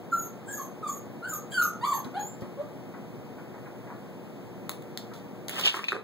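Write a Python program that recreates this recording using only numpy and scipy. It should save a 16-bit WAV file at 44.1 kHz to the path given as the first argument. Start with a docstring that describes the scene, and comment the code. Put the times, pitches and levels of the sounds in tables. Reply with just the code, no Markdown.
"""A small tiled laundry room where an appliance hums and puppies tussle.
One whines across the room in a string of squeals and two cracked yelps: uneven vocal folds give
a throat tone, and air through the narrowed throat adds thin, very high whistles.
Another pads over the rug in puffs of noise and claws tick on tile as struck resonances.
One scuffles right beside the two-port microphone: rubbed fur, dragged claws, bumps and skids."""
import sys
import numpy as np
from scipy import signal
from scipy.fft import rfft, irfft, next_fast_len
from scipy.io import wavfile
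from scipy.ndimage import uniform_filter1d

SR = 44100
rng = np.random.default_rng(int(sys.argv[2]) if len(sys.argv) > 2 else 0)


def inscribe(sig):
    """Save sig as 16-bit PCM at rate SR to the path in sys.argv[1].

    A 1-D sig is mono; a 2-D sig holds one channel per row.
    Samples are clipped to [-1, 1] before scaling.
    """
    pcm = np.round(np.clip(np.atleast_2d(sig).T, -1, 1) * 32767)
    wavfile.write(sys.argv[1], SR, pcm.astype(np.int16))


N = 265923
TIME = np.arange(N) / SR
PORT_SAMPLES = 16  # time sound takes from one port to the other, in samples
PORT_SIGNS = np.array([[1], [-1]])  # left port, right port

# air forced through the throat: f/Hz, relative level/dB
RASP_SPECTRUM = [(700, -27), (3000, -25), (4500, -23), (7000, 16.5), (10000, 13), (15000, 3)]


def from_db(db):
    """Decibels to gain."""
    return 10 ** (np.asarray(db) / 20)


def rms_one(x):
    """Scale to unit rms."""
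    return x / np.sqrt(np.mean(x ** 2) + 1e-20)


def at_hz(points, hz):
    """Read a spectrum on a log-frequency axis."""
    f, value = np.transpose(points)
    return np.interp(np.log(np.maximum(hz, 1)), np.log(f), value)


def colour(x, spectrum):
    """Shape a signal by a spectrum in dB."""
    size = x.shape[-1]
    hz = np.fft.rfftfreq(size, 1 / SR)
    return irfft(rfft(x) * from_db(at_hz(spectrum, hz)), size)


def noise(spectrum):
    """Coloured noise of unit rms."""
    white = rng.standard_normal(next_fast_len(N))
    return rms_one(colour(white, spectrum)[:N])


def wander(t, rate):
    """Random motion around zero: straight lines between normal draws, `rate` draws a second."""
    knots = np.arange(0, N / SR + 1, 1 / rate)
    return np.interp(t, knots, rng.standard_normal(SR)[:len(knots)])


def resonate(x, modes):
    """A struck or rubbed body as parallel two-pole resonances of alternating sign."""
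    out = 0
    for k, (hz, width, db) in enumerate(modes):
        r = np.exp(-np.pi * width / SR)
        poles = [1, -2 * r * np.cos(2 * np.pi * hz / SR), r * r]
        ring = signal.lfilter([1, 0, -1], poles, x + 1e-18)
        out = out + (-1) ** k * from_db(db) * (1 - r * r) / 2 * ring
    return out


def diffuse(size):
    """Spectra of white sound from all sides at the two ports: alike in the bass, unrelated above."""
    hz = np.fft.rfftfreq(size, 1 / SR)
    alike = np.sinc(2 * hz * PORT_SAMPLES / SR)
    mid, side = rfft(rng.standard_normal((2, size)))
    return hz, np.sqrt((1 + alike) / 2) * mid + np.sqrt((1 - alike) / 2) * side * PORT_SIGNS


def in_room(x, bearing, wet_db):
    """Direct sound from a bearing (-1 left to 1 right) plus the tiled room's tail, dying band by band."""
    # reverberation time: f/Hz, time to fall 60 dB/s
    decay_times = [(150, 0.2), (1200, 0.34), (4000, 0.28), (7000, 0.28), (14000, 0.16)]
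    t = TIME[:SR // 2]
    hz, field = diffuse(len(t))
    band = np.round(np.log2(np.maximum(hz, 125)))
    tail = 0
    for octave in np.unique(band):
        decay = from_db(-60 * t / at_hz(decay_times, 2 ** octave))
        tail = tail + irfft(field * (band == octave), len(t)) * decay
    tail = tail * np.clip((t - .002) / 0.00039, 0, 1)  # the tail sets in after 2 ms
    response = from_db(wet_db) * tail / np.sqrt(np.sum(tail ** 2) / 2)
    taps = np.arange(2 * PORT_SAMPLES)
    arrival = PORT_SAMPLES * (1 + np.clip(bearing, -1, 1) * PORT_SIGNS / 2)
    response[:, taps] += np.sinc(taps - arrival)  # the nearer port hears it first
    response = response / np.sqrt(1 + from_db(2 * wet_db))  # direct and tail share unit energy
    return signal.fftconvolve(x[None], response, axes=1)[:, :N]


def appliance(hum_db, waver, direct_db=-3.0, left_bearing=0.51):
    """A steady rush of air fills the room, part of it straight from the left, with wavering motor lines."""
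    # rush of air: f/Hz, relative level/dB
    air_spectrum = [(25, -40), (50, -18), (85, -15.5), (120, -1.5), (200, 3), (400, -3), (700, -4.5),
                    (1200, -11.5), (2200, -15), (4000, -23), (7000, -27), (11000, -31), (15000, -25.5)]
    # motor hum: f/Hz, relative rms level/dB
    hum_lines = [(118.4, -57.5), (209.5, -58.5), (269.2, -58.5), (360.7, -53.5), (479.1, -55),
                 (586.8, -60.5)]
    air_db, direct_top_hz = -42.5, 1100  # only the low rush comes straight
    size = next_fast_len(N)
    hz, field = diffuse(size)
    lead = PORT_SAMPLES * np.clip(left_bearing, -1, 1) * PORT_SIGNS
    from_left = np.exp(1j * np.pi * hz / SR * lead)
    direct = from_db(direct_db) * rfft(rng.standard_normal(size)) * from_left
    direct = direct / (1 + (hz / direct_top_hz) ** 4)
    air = rms_one(irfft((field + direct) * from_db(at_hz(air_spectrum, hz)), size)[:, :N])
    hum = 0
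    for f, db in hum_lines:
        phase = 2 * np.pi * f * TIME + waver * wander(TIME, 9)
        hum = hum + np.sqrt(2) * from_db(db) * np.sin(phase)
    return from_db(air_db) * air + from_db(hum_db) * hum


def paws(rise_s, fall_s):
    """Pads press the rug and tile in short, soft puffs of noise."""
    # soft paw falls: t/s, relative level/dB
    falls = [(2.054, -51), (2.425, -55), (2.937, -48.5), (3.382, -51), (3.54, -48.5), (3.657, -48.5),
             (3.872, -51), (3.901, -48.5), (5.115, -52)]
    # colour of a paw fall: f/Hz, relative level/dB
    pad_spectrum = [(100, -23), (300, -27), (700, 14.5), (1500, 11.5), (2300, 6.5), (4000, -45),
                    (15000, -83)]
    press = 0
    for s, db in falls:
        age = np.maximum(TIME - s, 0)
        puff = (1 - np.exp(-age / rise_s)) * np.exp(-np.minimum(age / fall_s, 20))
        press = press + from_db(db) * puff
    return press * noise(pad_spectrum)


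def contact(s, db, length, modes, scratch):
    """A sharp tap and a brief gritty scratch, ringing the modes."""
    grit_db = 4.5
    t = TIME[:SR // 8]
    grit = rng.standard_normal(len(t)) * from_db(grit_db * wander(t, 1500))
    hit = scratch * rms_one(grit) * np.exp(-t / length)
    hit[0] = 1  # the tap itself
    tap_peak = np.abs(resonate(signal.unit_impulse(len(t)), modes)).max()
    out, start = np.zeros(N + SR), int(s * SR)
    out[start:start + len(t)] = from_db(db) * resonate(hit, modes) / tap_peak
    return out[:N]


def contacts(rows, modes, scratch):
    """A run of contacts on the same body."""
    return sum(contact(s, db, length, modes, scratch) for s, db, length in rows)


def landings(scratch):
    """Paws land with the body's weight on them and the floor answers with one low mode."""
    # landings: t/s, relative tap level/dB, scratch length/s
    landing_rows = [(2.05, -27, 0.0091), (2.42, -23.5, 0.0031)]
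    # floor resonance: f/Hz, width/Hz, level/dB
    floor_modes = [(210, 64, 0)]
    return contacts(landing_rows, floor_modes, scratch)


def claw_ticks(scratch):
    """Claws and hard contacts crack, each with a broad ring of its own over the tile's modes."""
    # ticks: t/s, relative tap level/dB, scratch length/s, own ring f/Hz
    ticks = [(2.044, -32.5, 0.0052, 4000), (2.407, -42, 0.014, 4000), (4.6932, -11.5, 0.001, 6670),
             (4.715, -24, 0.0017, 4000), (4.822, -36, 0.0027, 7000), (4.9742, -8.5, 0.001, 3900),
             (5.136, -37.5, 0.034, 3560), (5.4825, -15, 0.0013, 3900), (5.494, -17.5, 0.0027, 6850),
             (5.597, -11, 0.00016, 4130), (5.612, -11, 0.00085, 3900), (5.65, -15, 0.0011, 3700),
             (5.6644, -8.5, 0.00089, 3800)]
    # tile resonances: f/Hz, width/Hz, level/dB
    tile_modes = [(1840, 1700, 8.5), (4000, 2700, 11), (6660, 5200, 12), (9800, 2700, 11),
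                  (14600, 2200, 10)]
    ring_width_hz, ring_db = 650, 15
    out = 0
    for s, db, length, ring_hz in ticks:
        modes = [(ring_hz, ring_width_hz, ring_db)] + tile_modes
        out = out + contact(s, db, length, modes, scratch)
    return out


def bumps(scratch):
    """Dull bumps close by: taps and scratches ring broad low and middle modes."""
    # bumps: t/s, relative tap level/dB, scratch length/s
    bump_rows = [(5.599, -24, 0.0004), (5.742, -18.5, 0.0093), (5.767, -19, 0.0073), (5.791, -20, 0.0059),
                 (5.834, -18, 0.001), (5.9202, -6.5, 0.0013), (5.9285, -12, 0.002), (5.965, -15, 0.0015)]
    # resonances of the bumped body: f/Hz, width/Hz, level/dB
    bump_modes = [(366, 70, 7), (1120, 370, 9), (1620, 910, 4.5), (2530, 450, -8)]
    return contacts(bump_rows, bump_modes, scratch)


def skids(scratch):
    """Paws skid and a narrow resonance gives each a short squeak."""
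    # skids: t/s, relative tap level/dB, scratch length/s
    skid_rows = [(5.841, -14.5, 0.0043), (5.883, -9.5, 0.0058)]
    # squeak resonances: f/Hz, width/Hz, level/dB
    squeak_modes = [(2520, 207, 6), (3920, 780, -4)]
    return contacts(skid_rows, squeak_modes, scratch)


def thuds(scratch):
    """A body slumps against the floor and rings one low mode."""
    # slumps: t/s, relative tap level/dB, scratch length/s
    thud_rows = [(5.945, -22.5, 0.024)]
    # resonance of the slump: f/Hz, width/Hz, level/dB
    thud_modes = [(437, 77, 0)]
    return contacts(thud_rows, thud_modes, scratch)


def strokes(rows):
    """Pressure of sliding strokes: each builds to its peak and dies away."""
    pressure = 0
    for s, db, rise, fall in rows:
        distance = np.maximum((s - TIME) / rise, (TIME - s) / fall)
        pressure = pressure + from_db(db) * np.exp(-np.minimum(distance, 20))
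    return pressure


def scuffle(slip_db, snags_per_s=220, crackle_db=-6):
    """Fur rubs in grains and snags in tiny ticks; dragged claws stick and slip and ring a surface."""
    # fur rubbing past, a row a stroke: peak t/s, relative level/dB, rise/s, fall/s
    rubs = [(5.505, -44.5, 0.0068, 0.05), (5.596, -26, 0.032, 0.011), (5.675, -23, 0.021, 0.04),
            (5.762, -26, 0.018, 0.03), (5.92, -37.5, 0.081, 0.015)]
    # claws dragged along, a row a stroke: peak t/s, relative level/dB, rise/s, fall/s
    drags = [(5.60, -31.5, 0.13, 0.0089), (5.659, -11.5, 0.013, 0.0096), (5.676, -8.5, 0.0075, 0.019)]
    # rubbed fur: f/Hz, relative level/dB
    fur_spectrum = [(100, -40), (350, -5.5), (1000, -0.5), (1800, 1), (3500, 0), (7000, -12),
                    (11000, -10.5), (15000, -19)]
    # brittle fibres catching: f/Hz, relative level/dB
    crackle_spectrum = [(1000, -19), (4000, 3), (9000, -8), (14000, 1)]
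    # scraped surface: f/Hz, width/Hz, level/dB
    scrape_modes = [(2800, 410, 3.5), (3900, 1060, -1), (5400, 3600, -32)]
    start_s, grain_db = 5.483, 4  # the coat first touches; unevenness of the fur
    fur = rms_one(noise(fur_spectrum) * from_db(grain_db * wander(TIME, 500)))
    size = next_fast_len(N)
    snags = (rng.random(size) < snags_per_s / SR) * rng.standard_normal(size)
    crackle = from_db(crackle_db) * rms_one(colour(snags, crackle_spectrum)[:N])
    stick_slip_db = slip_db * (wander(TIME, 630) + wander(TIME, 110))
    slips = rng.standard_normal(N) * from_db(stick_slip_db)
    scrape = rms_one(resonate(slips, scrape_modes))
    return (TIME > start_s) * ((fur + crackle) * strokes(rubs) + scrape * strokes(drags))


def utter(start, peak, end, edge_s=.005):
    """Span, times and soft gate of a call, with how much swell is to come and how far it faded (0-1)."""
    span = (TIME > start - edge_s) & (TIME < end + edge_s)
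    t = TIME[span]
    gate = np.clip(np.minimum(t - start, end - t) / edge_s + 1, 0, 1)
    to_come = np.interp(t, [start, peak], [1, 0])
    faded = np.interp(t, [peak, end], [0, 1])
    return span, t, np.sqrt(2) * gate, to_come, faded  # root 2 brings a sine to unit rms


def folds(t, hz, tone, overtones, rough, air, jitter=0.031, lurch=0.029, flutter_db=4):
    """Vocal folds: a nearly pure tone; strain unsettles the pitch and rattles overtones and puffs of air."""
    # overtone colour of the throat: f/Hz, relative level/dB
    throat = [(1100, 18), (1700, 1), (2400, -6.5), (3200, 1.5), (3750, -8), (4500, -2), (5500, -38.5),
              (8000, -6.5), (11000, -22.5)]
    doubling, rattle_hz, rattle_depth = .6, 150, .9
    uneven = jitter * wander(t, 900) + lurch * wander(t, 170)
    phase = 2 * np.pi * np.cumsum(hz * (1 + rough * uneven)) / SR
    upper = 0
    for k in range(2, 8):
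        gain = from_db(at_hz(throat, k * hz) + flutter_db * rough * wander(t, 130))
        upper = upper + gain * np.sin(k * phase)
    # strong and weak cycles alternate in fits
    upper = upper * (1 + doubling * rough * wander(t, 700) * np.sin(phase / 2))
    upper = upper + air * (1 + np.sin(phase)) / 2  # a puff every cycle
    rattle = 1 + rattle_depth * rough * np.sin(2 * np.pi * rattle_hz * t + wander(t, 60))
    flutter = from_db(flutter_db * rough * wander(t, 300))
    return flutter * (tone * np.sin(phase) + rattle * overtones * upper)


def squeals(rasp_db=-9, strain=1.0):
    """Short cries slide to their peak and relax; the stronger the overtones, the rougher the voice."""
    # a row a syllable: start t/s, swell/s, length/s, opening f/Hz, peak f/Hz, closing f/Hz,
    # relative peak level/dB, relative overtone level/dB
    syllables = [ (0.124, 0.0062, 0.038, 1405, 1368, 1360, -17, -44),
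                 (0.48, 0.0084, 0.1, 1525, 1615, 1693, -36, -53),
                 (0.578, 0.019, 0.052, 1244, 1120, 1023, -35, -53),
                 (0.829, 0.04, 0.071, 1280, 1159, 1110, -28, -45),
                 (1.226, 0.019, 0.07, 1377, 1460, 1609, -31, -47.5),
                 (1.32, 0.0152, 0.033, 1325, 1225, 1074, -32, -49.5),
                 (2.143, 0.032, 0.082, 697, 817, 866, -31, -44.5),
                 (2.573, 0.044, 0.043, 540.5, 606, 600, -33, -62.5)]
    swell_db, fade_db = 7, 10.5  # rise up to the peak, fall after it
    overtones_follow = 0.85  # share of that swing which the overtones make
    settle_s = 0.024  # the pitch relaxes towards its closing value
    out, air = np.zeros(N), from_db(rasp_db) * noise(RASP_SPECTRUM)
    for start, swell, length, open_hz, peak_hz, close_hz, peak_db, overtones_db in syllables:
        span, t, gate, to_come, faded = utter(start, start + swell, start + length)
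        relaxed = 1 - np.exp(-np.maximum(t - start - swell, 0) / settle_s)
        hz = peak_hz + (open_hz - peak_hz) * to_come + (close_hz - peak_hz) * relaxed
        effort_db = -swell_db * to_come - fade_db * faded
        tone = from_db(peak_db + effort_db)
        overtones = from_db(overtones_db + overtones_follow * effort_db)
        rough = strain * np.sqrt(np.minimum(overtones / tone, 1))
        out[span] += gate * folds(t, hz, tone, overtones, rough, air[span])
    return out


def yelps(rasp_db=-8):
    """Longer cries follow courses of pitch, level and roughness through loud tones and cracks."""
    # one course a yelp, its rows: t/s, f/Hz, relative level/dB, relative overtone level/dB, roughness/0-1
    courses = [
        [(1.517, 1542, -51, -39, 0.54), (1.53, 1670, -35, -39, 0.47), (1.545, 1512, -34.5, -30, 0.2),
         (1.571, 1549, -27.5, -45.5, 0.4), (1.581, 1450, -15.5, -33.5, 0.27), (1.612, 1413, -21, -44, 0.26),
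         (1.622, 1268, -22.5, -31.5, 0.77), (1.64, 1302, -40, -66, 0.83), (1.657, 1231, -23, -53, 0.7)],
        [(1.814, 904, -36, -45, 0.14), (1.836, 987, -26, -39, 0.2), (1.852, 1159, -25, -33, 0.32),
         (1.876, 1171, -22, -50, 0.36), (1.903, 1157, -37, -44, 0.08), (1.928, 1100, -20, -40, 0.18),
         (1.934, 890, -29.5, -37.5, 0.22), (1.962, 923, -52.5, -63, 0.3), (1.98, 828, -36, -47.5, 0.2)],
    ]
    out, air = np.zeros(N), from_db(rasp_db) * noise(RASP_SPECTRUM)
    for course in courses:
        s, *columns = np.transpose(course)
        span, t, gate, _, _ = utter(s[0], s[1], s[-1])
        hz, db, overtones_db, rough = (np.interp(t, s, c) for c in columns)
        out[span] += gate * folds(t, hz, from_db(db), from_db(overtones_db), rough, air[span])
    return out


def whistles(voice, jitter=0.015, flutter_db=6, hiss_db=-7, full_chop_db=-32):
    """Air whistles through the narrowed throat, breaks to a steadier register; the folds chop the flow."""
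    # a row a whistle: start t/s, break t/s, end t/s, f before the break/Hz, f after it/Hz,
    # glide before/Hz per s, glide after/Hz per s, relative level before/dB, after/dB,
    # octave re whistle/dB, roughness/0-1
    whistle_rows = [ (0.116, 0.168, 0.27, 7050, 6856, -5000, -4200, -48, -39, -1, 0.33),
                    (0.465, 0.522, 0.66, 7290, 6710, -3500, -2500, -49.5, -43, -2, 0.81),
                    (0.874, 0.887, 0.984, 7390, 6760, -4000, -2000, -45.5, -43, -2.5, 0.77),
                    (1.278, 1.333, 1.378, 7010, 6630, -7000, -4000, -43.5, -38.5, 2, 0.6),
                    (1.508, 1.619, 1.683, 7120, 6540, -2700, -3500, -46.5, -34, 1, 0.5),
                    (1.876, 1.899, 1.9, 6200, 6120, 5000, 8000, -53.5, -51, 8, 0.68),
                    (1.852, 1.936, 1.997, 7420, 6460, 3502, 400, -48, -40, 1.5, 0.56),
                    (2.196, 2.246, 2.3, 6930, 7130, 4501, 4000, -44.5, -41, -3.5, 0.11)]
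    # strength of the octave: f/Hz, relative level/dB
    octave_spectrum = [(12700, 1.5), (13500, 5.5), (14400, -0.5), (15000, -21)]
    # hiss around the whistle: f/Hz, relative level/dB
    hiss_spectrum = [(4500, -36), (7400, 11), (10500, -1), (14000, -5)]
    swell_db, fade_db = 1, 12  # rise up to the break, fall after it
    steadied = 0.57  # share of the roughness left after the break
    breath, lurch, chop = .9, .034, .38
    out, hiss = np.zeros(N), from_db(hiss_db) * noise(hiss_spectrum)
    for (start, jump, end, first_hz, second_hz, first_glide, second_glide,
         first_db, second_db, octave_db, roughness) in whistle_rows:
        span, t, gate, to_come, faded = utter(start, jump, end)
        before = t < jump
        first_course = first_hz + first_glide * (t - jump)
        second_course = second_hz + second_glide * (t - jump)
        hz = np.where(before, first_course, second_course)
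        db = np.where(before, first_db - swell_db * to_come, second_db - fade_db * faded)
        rough = roughness * np.where(before, 1, steadied)
        uneven = jitter * wander(t, 600) + lurch * wander(t, 90)
        phase = 2 * np.pi * np.cumsum(hz * (1 + rough * uneven)) / SR
        octave_flutter_db = flutter_db * rough * wander(t, 110)
        octave_gain = from_db(octave_db + at_hz(octave_spectrum, 2 * hz) + octave_flutter_db)
        tone = np.sin(phase) + octave_gain * np.sin(2 * phase + rough * wander(t, 800))
        # turbulence around the pitch
        turbulence = wander(t, 1000) * np.cos(phase) + wander(t, 1000) * np.sin(phase)
        tone = tone + breath * rough * turbulence
        level = from_db(uniform_filter1d(db, size=256) + flutter_db * rough * wander(t, 160))
        out[span] += gate * level * (tone + rough * hiss[span])
    return out * (1 + chop * np.tanh(voice / from_db(full_chop_db)))  # adds side tones


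def scene():
    """The whine is across the room, its whistle mostly off the walls; the scuffle is within reach."""
    voice = squeals() + yelps()
    far = from_db(6.5) * whistles(voice)
    far = far + from_db(13.0) * paws(rise_s=0.0002, fall_s=0.0078)
    far = far + landings(scratch=0.098)
    close = scuffle(slip_db=2.5) + bumps(scratch=0.24) + skids(scratch=0.41) + thuds(scratch=0.15)
    sounds = appliance(hum_db=0.0, waver=0.68)
    sounds = sounds + in_room(far, bearing=0.17, wet_db=4.5)
    sounds = sounds + in_room(claw_ticks(scratch=0.37), bearing=-0.073, wet_db=-5.5)
    sounds = sounds + in_room(close, bearing=0.36, wet_db=-7.5)
    return sounds + in_room(voice, bearing=0.096, wet_db=2.0)


def gain_control(x, threshold_db, most_db, release_db_per_s, attack_s):
    """A loud peak turns the gain down, by a limited amount; it creeps back."""
    peak_db = 20 * np.log10(np.abs(x).max(axis=0) + 1e-9)
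    over = np.clip(peak_db - threshold_db, 0, most_db)
    release = release_db_per_s * TIME
    held = np.maximum.accumulate(over + release) - release
    r = np.exp(-1 / (attack_s * SR))
    return x * from_db(-signal.lfilter([1 - r], [1, -r], held))


def record(dry, shelf_hz=850, bass_hz=70, right_db=-2.5):
    """Each channel is one port minus the delayed other, aiming it sideways; a shelf restores the bass."""
    right_shade, cutoff_hz = .38, 15700
    left, right = dry
    treble = signal.sosfilt(signal.butter(2, 2000, "high", fs=SR, output="sos"), right)
    right = right - right_shade * treble  # this port is duller
    ports = np.array([left, from_db(right_db) * right])
    delayed_other = np.pad(ports[::-1], ((0, 0), (PORT_SAMPLES, 0)))[:, :N]
    aimed = (ports - delayed_other) / 2
    shelf_zero = np.exp(-2 * np.pi * shelf_hz / SR)
    bass_pole = np.exp(-2 * np.pi * bass_hz / SR)
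    full = signal.lfilter([1, -shelf_zero], [1, -bass_pole], aimed)
    held = gain_control(full, threshold_db=-12.0, most_db=12.0, release_db_per_s=4, attack_s=0.009)
    return signal.sosfilt(signal.ellip(10, .2, 80, cutoff_hz, fs=SR, output="sos"), held)


dry = scene()
out = record(dry)
inscribe(out)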